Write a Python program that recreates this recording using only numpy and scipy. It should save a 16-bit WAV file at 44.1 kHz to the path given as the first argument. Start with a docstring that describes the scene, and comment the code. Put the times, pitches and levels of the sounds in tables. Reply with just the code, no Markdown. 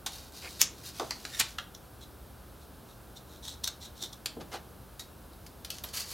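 """Sticky notes, peeled off a pad, flexed, slid under the edge of a model and pressed on a cutting mat.
Corners flick free and the bent sheet buckles with a snap; friction makes the paper hiss and ring.
Pad and fingers knock and drag on the desk. A nearly mono microphone above the desk picks up
the paper, the short echoes of a small room and a steady ventilation rumble."""
import sys
import numpy as np
from scipy import signal
from scipy.fft import rfft, irfft, next_fast_len
from scipy.io import wavfile
from scipy.ndimage import map_coordinates

SR = 44100
rng = np.random.default_rng(int(sys.argv[2]) if len(sys.argv) > 2 else 0)


def wrap_up_sound(samples):
    """Save the sound to the file named by the first command line argument, as 16-bit audio."""
    columns = np.atleast_2d(samples).T
    # keep every value between -1 and 1, then stretch to whole-number steps
    tamed = np.clip(columns, -1, 1)
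    steps = np.round(tamed * 32767).astype(np.int16)
    wavfile.write(sys.argv[1], SR, steps)


N = 270333
LEAD_S = 0.025  # run-up to the peak of a slip


def amp(db):
    """Decibels to gain."""
    return 10 ** (np.asarray(db) / 20)


def unit(x):
    """x at rms 1."""
    return x / np.sqrt(np.mean(x ** 2) + 1e-20)


def burst(x, db):
    """Scale a short sound to the energy of 4 ms at the given level."""
    return amp(db) * x / np.sqrt(np.sum(x ** 2) / (0.004 * SR))


def along(points, hz):
    """Read (f/Hz, value) points on a log frequency axis."""
    f, values = np.transpose(points)
    return np.interp(np.log(hz + 1), np.log(f + 1), values)


def filtered(x, response):
    """Filter x by a complex response of frequency."""
    n = x.shape[-1]
    padded = next_fast_len(n + 4096)
    return irfft(rfft(x, padded) * response(np.fft.rfftfreq(padded, 1 / SR)), padded)[..., :n]


def band(hz, low_hz, top_hz):
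    """A causal band-pass, 12 dB an octave on each side."""
    low, top = 1j * hz / low_hz, 1j * hz / top_hz
    return low ** 2 / (1 + np.sqrt(2) * low + low ** 2) / (1 + np.sqrt(2) * top + top ** 2)


def peak(hz, centre_hz, width_hz):
    """A resonance applied twice, for steep sides."""
    return (1j * hz * width_hz / (centre_hz ** 2 - hz ** 2 + 1j * hz * width_hz)) ** 2


def add(track, s, x):
    """Mix x into the track from time s."""
    skip, start = max(0, -round(s * SR)), max(0, round(s * SR))
    x = x[..., skip:skip + max(0, N - start)]
    track[..., start:start + x.shape[-1]] += x


def wobble(n, rate):
    """A smooth random curve, rate knots a second."""
    knots = rng.standard_normal(int(n * rate / SR) + 4)
    return map_coordinates(knots, [np.arange(n) * rate / SR])


def swell(n, edge):
    """A stroke speeds up and slows; edge is the length of each ramp as a share of the stroke."""
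    u = np.linspace(0, 1, n)
    ramp = np.clip(np.minimum(u, 1 - u) / edge, 0, 1)
    return np.sin(np.pi / 2 * ramp) ** 0.59


# Width of the room sound at the microphone: f/Hz, side level/dB
SIDE_LEVELS = [(60, -19.5), (130, -13.5), (300, -7), (1000, -11.5), (4000, -34.5), (12000, -35.5)]
def diffuse(pair):
    """Two unrelated signals become the mid and side of a narrow stereo field."""
    side = filtered(pair[1], lambda hz: amp(along(SIDE_LEVELS, hz)))
    return np.array([pair[0] + side, pair[0] - side])


# Reverberation of the small room: f/Hz, time to fall 60 dB/s
ROOM_DECAY = [(150, 0.44), (1000, 0.31), (4000, 0.25), (8000, 0.2), (15000, 0.062)]
# Early echoes from surfaces near the desk: delay/s, gain
EARLY_ECHOES = [(.0027, 0.31), (.0048, 0.095), (.0085, 0.086), (0.0116, 0.23)]
def in_room(x, wet_db, build_s=0.00083, pan=0.11):
    """Desk to microphone: direct sound, early echoes and a tail that differs from spot to spot."""
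    hz, t, spectra = signal.stft(rng.standard_normal((2, SR // 3)), SR, nperseg=256)
    decay = amp(-60 * t / along(ROOM_DECAY, hz)[:, None])
    tail = signal.istft(spectra * decay, SR, nperseg=256)[1]
    onset = 1 - np.exp(-np.arange(tail.shape[1]) / SR / build_s)
    tail = diffuse(tail * onset)
    response = amp(wet_db) * tail / np.linalg.norm(tail[0])
    response[:, 0] += 1  # direct sound
    for delay, gain in EARLY_ECHOES:
        arrival = round(delay * rng.uniform(0.85, 1.15) * SR)
        response[:, arrival] += gain * (1 + pan * rng.permutation([-1, 1]))
    return signal.fftconvolve(x[None], response, axes=1)


# Room tone at the microphone: f/Hz, relative spectral level/dB
ROOM_TONE = [(20, -26), (32, -13), (42, -5.5), (54, 4), (85, -3), (170, -5.5), (320, -9), (760, -14),
             (1400, -25), (2100, -27), (3900, -25.5), (7000, -31), (12400, -25.5), (16000, -29.5)]
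# Fan and mains hum: f/Hz, level/dB
HUM_TONES = [(74, -60), (120, -65.5)]
def ventilation(air_db=-51.5, duct_db=-62, duct_top_hz=1700):
    """Steady rumble and hiss, a rush of air with a steep upper edge, and a hum that wavers."""
    def room_noise(response):
        return unit(diffuse(filtered(rng.standard_normal((2, N)), response)))
    air = room_noise(lambda hz: amp(along(ROOM_TONE, hz)))
    duct = room_noise(lambda hz: band(hz, 680, 3300) / (1 + (hz / duct_top_hz) ** 16))
    hum, t = np.zeros(N), np.arange(N) / SR
    for hz, db in HUM_TONES:
        waver = amp(2.5 * wobble(N, rate=4.6))
        phase = 2 * np.pi * hz * t + 1.1 * wobble(N, rate=6.2)
        hum += amp(db) * unit(waver * np.sin(phase))
    return amp(air_db) * air + amp(duct_db) * duct + hum


# Pad and fingers land on the desk and settle: t/s, level/dB, loss per contact/dB, f/Hz
DESK_KNOCKS = [(0.613, -42, 24, 248), (0.9972, -28.5, 3, 660), (1.109, -38.5, 21, 1320),
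               (4.027, -46, 4, 326), (4.3671, -36.5, 1.5, 326), (5.8393, -44.5, 12, 920)]
def knocks(contacts=4, fall_s=0.0095, first_gap_s=0.008, gap_growth=1.3, dulling=0.91, spread=1.84):
    """Soft contacts thud in the covered desk, each later, weaker and duller than the last."""
    out, t = np.zeros((2, N)), np.arange(SR // 12) / SR
    for s, db, loss_db, pitch_hz in DESK_KNOCKS:
        for k in range(contacts):
            centre_hz = pitch_hz * dulling ** k
            low_hz, top_hz = centre_hz / spread, centre_hz * spread
            contact = np.exp(-t / fall_s) * rng.standard_normal(len(t))
            soft = signal.sosfilt(signal.butter(2, top_hz, fs=SR, output="sos"), contact)
            thud = filtered(soft, lambda hz: band(hz, low_hz, top_hz))
            delay = first_gap_s * sum(gap_growth ** np.arange(k))
            add(out, s + delay, in_room(burst(thud, db - loss_db * k), wet_db=-7))
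    return out


def fibres(n, rate, spread_db=3.5):
    """Countless tiny slips of fibres, bunched into grains."""
    return unit(rng.standard_normal(n) * amp(spread_db * wobble(n, rate)))


def friction(n):
    """Grainy sliding force under a finger whose pressure wavers."""
    return fibres(n, rate=390) * amp(0.57 * wobble(n, rate=34))


def slip(rise_s, fall_s):
    """Tension builds in a rush of tiny slips, then lets go at LEAD_S."""
    t = np.arange(SR // 12) / SR - LEAD_S
    return np.exp(np.minimum(t / rise_s, -t / fall_s)) * rng.standard_normal(len(t))


# Tone colour of the paper from overhead: f/Hz, level/dB
PAPER_COLOUR = [(100, 15), (400, 1.5), (1250, 3.5), (1900, 1), (2600, 2), (3700, 7.5), (4800, 5),
                (6300, 4.5), (8200, 0.5), (12000, 4), (16000, 0.5)]
# Bending modes of a loose note: multiple of its ring pitch, weight
BENDING_MODES = [(0.961, 0.62), (1.048, 0.073), (1.54, 0.04)]
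def sheet(x, ring_hz, ring_db, low_hz, top_hz, q=11, body_db=-18, smear_s=0.000664):
    """A loose note: a broad band, modes set by its free length, and a little body from the desk."""
    def mode(r):  # radiates its acceleration, which leaves a valley just below it
        return -r ** 2 / q / (1 - r ** 2 + 1j * r / q)

    def response(hz):
        ring = sum(weight * mode(hz / (ratio * ring_hz)) for ratio, weight in BENDING_MODES)
        paper = band(hz, low_hz, top_hz) * (1 + (amp(ring_db) - 1) * ring)
        body = amp(body_db) * band(hz, 80, 1700)
        # bending waves carry the highs across the sheet faster than the lows
        dispersion = np.exp(-2j * np.pi * smear_s * (2 * np.sqrt(hz * ring_hz) - hz))
        return amp(along(PAPER_COLOUR, hz)) * dispersion * (paper - body)
    return filtered(x, response)


# The hand drags paper over the desk: start t/s, end t/s, level/dB
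DESK_DRAGS = [(0.411, 0.495, -50), (4.401, 4.433, -45.5), (4.513, 4.579, -39), (5.926, 6.06, -53.5)]
def drags(hiss_db=-4):
    """Friction on the desk top sounds lower than the paper, which hisses along with it."""
    out = np.zeros((2, N))
    for start, end, db in DESK_DRAGS:
        n = round((end - start) * SR)
        rub = unit(filtered(fibres(n, rate=700), lambda hz: band(hz, 360, 1170)))
        paper = sheet(friction(n), ring_hz=4020, ring_db=3, low_hz=1570, top_hz=6200)
        hiss = amp(hiss_db) * unit(paper * np.linspace(1, 0.35, n))
        add(out, start, in_room(amp(db) * swell(n, edge=1) * (rub + hiss), wet_db=-9.5))
    return out


# The sheet's edge chatters over the desk: t/s, length/s, level/dB, slip rate/Hz, top f/Hz
EDGE_SCRAPES = [(0.42, 0.077, -45, 2340, 3120), (1.319, 0.079, -41.5, 1860, 6500)]
def scrapes(regularity=0.62):
    """The edge sticks and slips almost regularly, so hiss gathers at multiples of the slip rate."""
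    out = np.zeros((2, N))
    for start, length, db, slip_hz, top_hz in EDGE_SCRAPES:
        def comb(hz):
            return band(hz, 1340, top_hz) / (1 - regularity * np.exp(-2j * np.pi * hz / slip_hz))
        n = round(length * SR)
        chatter = unit(filtered(friction(n), comb))
        add(out, start, in_room(amp(db) * swell(n, edge=0.71) * chatter, wet_db=-15))
    return out


# Modes of a note pinned to the mat by a finger: f/Hz, width/Hz, level/dB
PINNED_MODES = [(3866, 1190, 4.5), (5390, 2300, -3), (7270, 1600, -21)]
def pinned(x, top_hz, hiss_db=-11):
    """The pinned note: a few damped modes over a broad hiss."""
    def response(hz):
        modes = sum(amp(db) * peak(hz, f, width) for f, width, db in PINNED_MODES)
        return modes + amp(hiss_db) * band(hz, 610, top_hz)
    return filtered(x, response)


# A finger pushes the note along the mat: t/s, length/s, level/dB
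FINGER_PUSHES = [(2.008, 0.036, -52), (2.601, 0.059, -64), (2.874, 0.064, -61.5), (3.153, 0.033, -53),
                 (3.269, 0.13, -59.5), (3.423, .125, -44), (3.634, 0.037, -41), (3.803, 0.073, -47.5),
                 (3.952, .07, -53.5), (4.004, 0.062, -43)]
def rubs():
    """The friction of each push swells and fades, ringing the pinned note."""
    out = np.zeros((2, N))
    for start, length, db in FINGER_PUSHES:
        n = round(length * SR)
        rub = unit(pinned(friction(n), top_hz=11200))
        add(out, start, in_room(amp(db) * swell(n, edge=0.59) * rub, wet_db=-6))
    return out


# Clicks of the note on the mat: t/s, level/dB, fall/s
EDGE_CATCHES = [(1.7508, -43, 0.001), (3.1732, -49, 0.0047), (3.361, -55, .0015), (3.643, -26, 0.0014),
                (3.6772, -26, 0.003), (4.027, -33, 0.0013), (4.037, -34, 0.0084), (4.1307, -41, 0.0057)]
def catches(rise_s=0.0024):
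    """The pinned note's edge catches and slips free, always at the same pitch."""
    out = np.zeros((2, N))
    for s, db, fall_s in EDGE_CATCHES:
        click = pinned(slip(rise_s, fall_s), top_hz=11600)
        add(out, s - LEAD_S, in_room(burst(click, db), wet_db=-9.5))
    return out


def crinkles(start_s=5.15, end_s=9.6, first_db=-53, last_db=-45, count=12):
    """Fingertips work the next note loose in tiny random ticks; only those before sample N sound."""
    out = np.zeros((2, N))
    for progress, weakness in rng.random((count, 2)):
        s = start_s + (end_s - start_s) * progress
        db = first_db + (last_db - first_db) * progress - 6 * weakness
        tick = sheet(slip(0.0006, 0.00066), ring_hz=4050, ring_db=26, low_hz=1800, top_hz=9000)
        add(out, s - LEAD_S, in_room(burst(tick, db), wet_db=-8))
    return out


def slide(curve, ring_hz, ring_db, low_hz, dull_hz, bright_hz, turn_db=-49.5, range_db=9):
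    """Friction drives the loose sheet: the faster it moves, the louder and brighter."""
    times, levels = np.transpose(curve)
    n = round((times[-1] - times[0]) * SR)
    level_db = np.interp(times[0] + np.arange(n) / SR, times, levels)
    brightness = (1 + np.tanh((level_db - turn_db) / range_db)) / 2
    dull = unit(sheet(friction(n), ring_hz, ring_db, low_hz, dull_hz, q=10))
    bright = unit(sheet(friction(n), ring_hz, ring_db, low_hz, bright_hz, q=10))
    hiss = np.sqrt(1 - brightness) * dull + np.sqrt(brightness) * bright
    out = np.zeros((2, N))
    add(out, times[0], in_room(amp(level_db) * hiss, wet_db=-5.5))
    return out


# Hiss of the first note leaving the pad: t/s, level/dB
DRAW_LEVELS = [(0.07, -62), (0.14, -46.5), (0.21, -55.5), (0.27, -57), (0.31, -69), (0.345, -52),
               (0.47, -50), (0.59, -52.5), (0.70, -66), (0.825, -57), (0.865, -44.5), (0.9, -47),
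               (0.935, -67)]
def drawing():
    """The note slides between the fingers."""
    return slide(DRAW_LEVELS, ring_hz=3930, ring_db=9, low_hz=1480, dull_hz=9600, bright_hz=13700)


# Rustle on the way to the mat: t/s, level/dB
CARRY_LEVELS = [(0.93, -58), (0.98, -49), (1.01, -50.5), (1.14, -55.5), (1.29, -53.5), (1.37, -51),
                (1.45, -53), (1.51, -53), (1.57, -70)]
def carrying():
    """The bent note rubs on the fingers that carry it."""
    return slide(CARRY_LEVELS, ring_hz=4200, ring_db=6, low_hz=1940, dull_hz=8600, bright_hz=10000)


# Rasp of the next note being lifted: t/s, level/dB
PEEL_LEVELS = [(5.70, -50.5), (5.79, -56), (5.825, -63), (5.885, -49.5), (5.926, -63), (5.94, -36.5),
               (6.01, -39), (6.04, -49), (6.075, -50.5), (6.13, -38)]
def peeling():
    """The glue strip tears off the pad."""
    return slide(PEEL_LEVELS, ring_hz=4360, ring_db=9.5, low_hz=1350, dull_hz=10400, bright_hz=13300)


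# Free corners flick: t/s, level/dB, fall/s, ring f/Hz, ring level/dB, low f/Hz, top f/Hz
CORNER_FLICKS = [ (0.063, -27.5, .008, 3600, 4, 494, 8250), (0.9978, -33.5, .0028, 3470, 8, 700, 5600),
                 (1.1090, -27.5, 0.001, 4400, 18.5, 900, 5400),
                 (1.2520, -33.5, 0.0025, 4200, 10.5, 397, 4300),
                 (1.585, -29, 0.0036, 2870, 12.5, 1380, 2040), (4.2597, -27, 0.0023, 3500, -7, 2900, 7100),
                 (4.9950, -35.5, 0.014, 3860, 12, 1800, 9500), (5.4647, -46, 0.0065, 3900, 2, 1500, 10900),
                 (5.6480, -36.5, .0046, 4150, 1, 1800, 9300), (5.7038, -31.5, 0.0039, 2650, 9, 1790, 9500),
                 (5.7850, -42.5, 0.0012, 4000, -1, 1490, 10000),
                 (5.8380, -33, 0.007, 11800, 13, 600, 15200),
                 (6.007, -34.5, 0.00088, 4650, 19, 2000, 12440)]
def flicks(rise_s=0.0006):
    """A corner lets go at once; its free length sets the ring."""
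    out = np.zeros((2, N))
    for s, db, fall_s, ring_hz, ring_db, low_hz, top_hz in CORNER_FLICKS:
        flick = sheet(slip(rise_s, fall_s), ring_hz, ring_db, low_hz, top_hz, q=8.9)
        add(out, s - LEAD_S, in_room(burst(flick, db), wet_db=-7))
    return out


# The bent sheet snaps through below the microphone:
# t/s, crack level/dB, crack rise and fall/s, rush level/dB, flap level/dB, ring f/Hz, top f/Hz
SHEET_BUCKLES = [(0.616, -14, 0.00037, -20, -46, 5880, 10600), (1.4002, -19, .003, -26, -21, 7130, 8750)]
def buckles(flap_delay_s=0.012):
    """Slips gather into a rush with a crack at its peak; then the sheet swings over in a lower flap."""
    out = np.zeros((2, N))
    for s, crack_db, crack_s, rush_db, flap_db, ring_hz, top_hz in SHEET_BUCKLES:
        rush = sheet(slip(0.008, 0.011), ring_hz, ring_db=-1, low_hz=1610, top_hz=top_hz)
        crack = sheet(slip(crack_s, crack_s), ring_hz, ring_db=12.5, low_hz=2290, top_hz=top_hz, q=7)
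        flap = sheet(slip(0.0071, 0.0024), ring_hz=1826, ring_db=10, low_hz=1020, top_hz=3230)
        snap = burst(rush, rush_db) + burst(crack, crack_db)
        add(out, s - LEAD_S, in_room(snap, wet_db=-8.5))
        add(out, s + flap_delay_s - LEAD_S, in_room(burst(flap, flap_db), wet_db=-9))
    return out


def scene():
    """Paper and desk sounds over the room tone, heard from overhead."""
    sliding = drawing() + carrying() + peeling()
    handling = flicks() + buckles() + catches() + rubs() + scrapes() + crinkles()
    return sliding + handling + knocks() + drags() + ventilation()


def record(dry):
    """The two microphone ports differ slightly in the treble; the recorder cuts off at its band limit."""
    port_hz, port_width_hz, port_db, limit_hz = 8300, 620, -6, 16000
    side = filtered(dry.mean(axis=0), lambda hz: 1j * amp(port_db) * peak(hz, port_hz, port_width_hz))
    ports = dry + np.array([side, -side])
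    return filtered(ports, lambda hz: 1 / (1 + (hz / limit_hz) ** 160))


dry = scene()
out = record(dry)
wrap_up_sound(out)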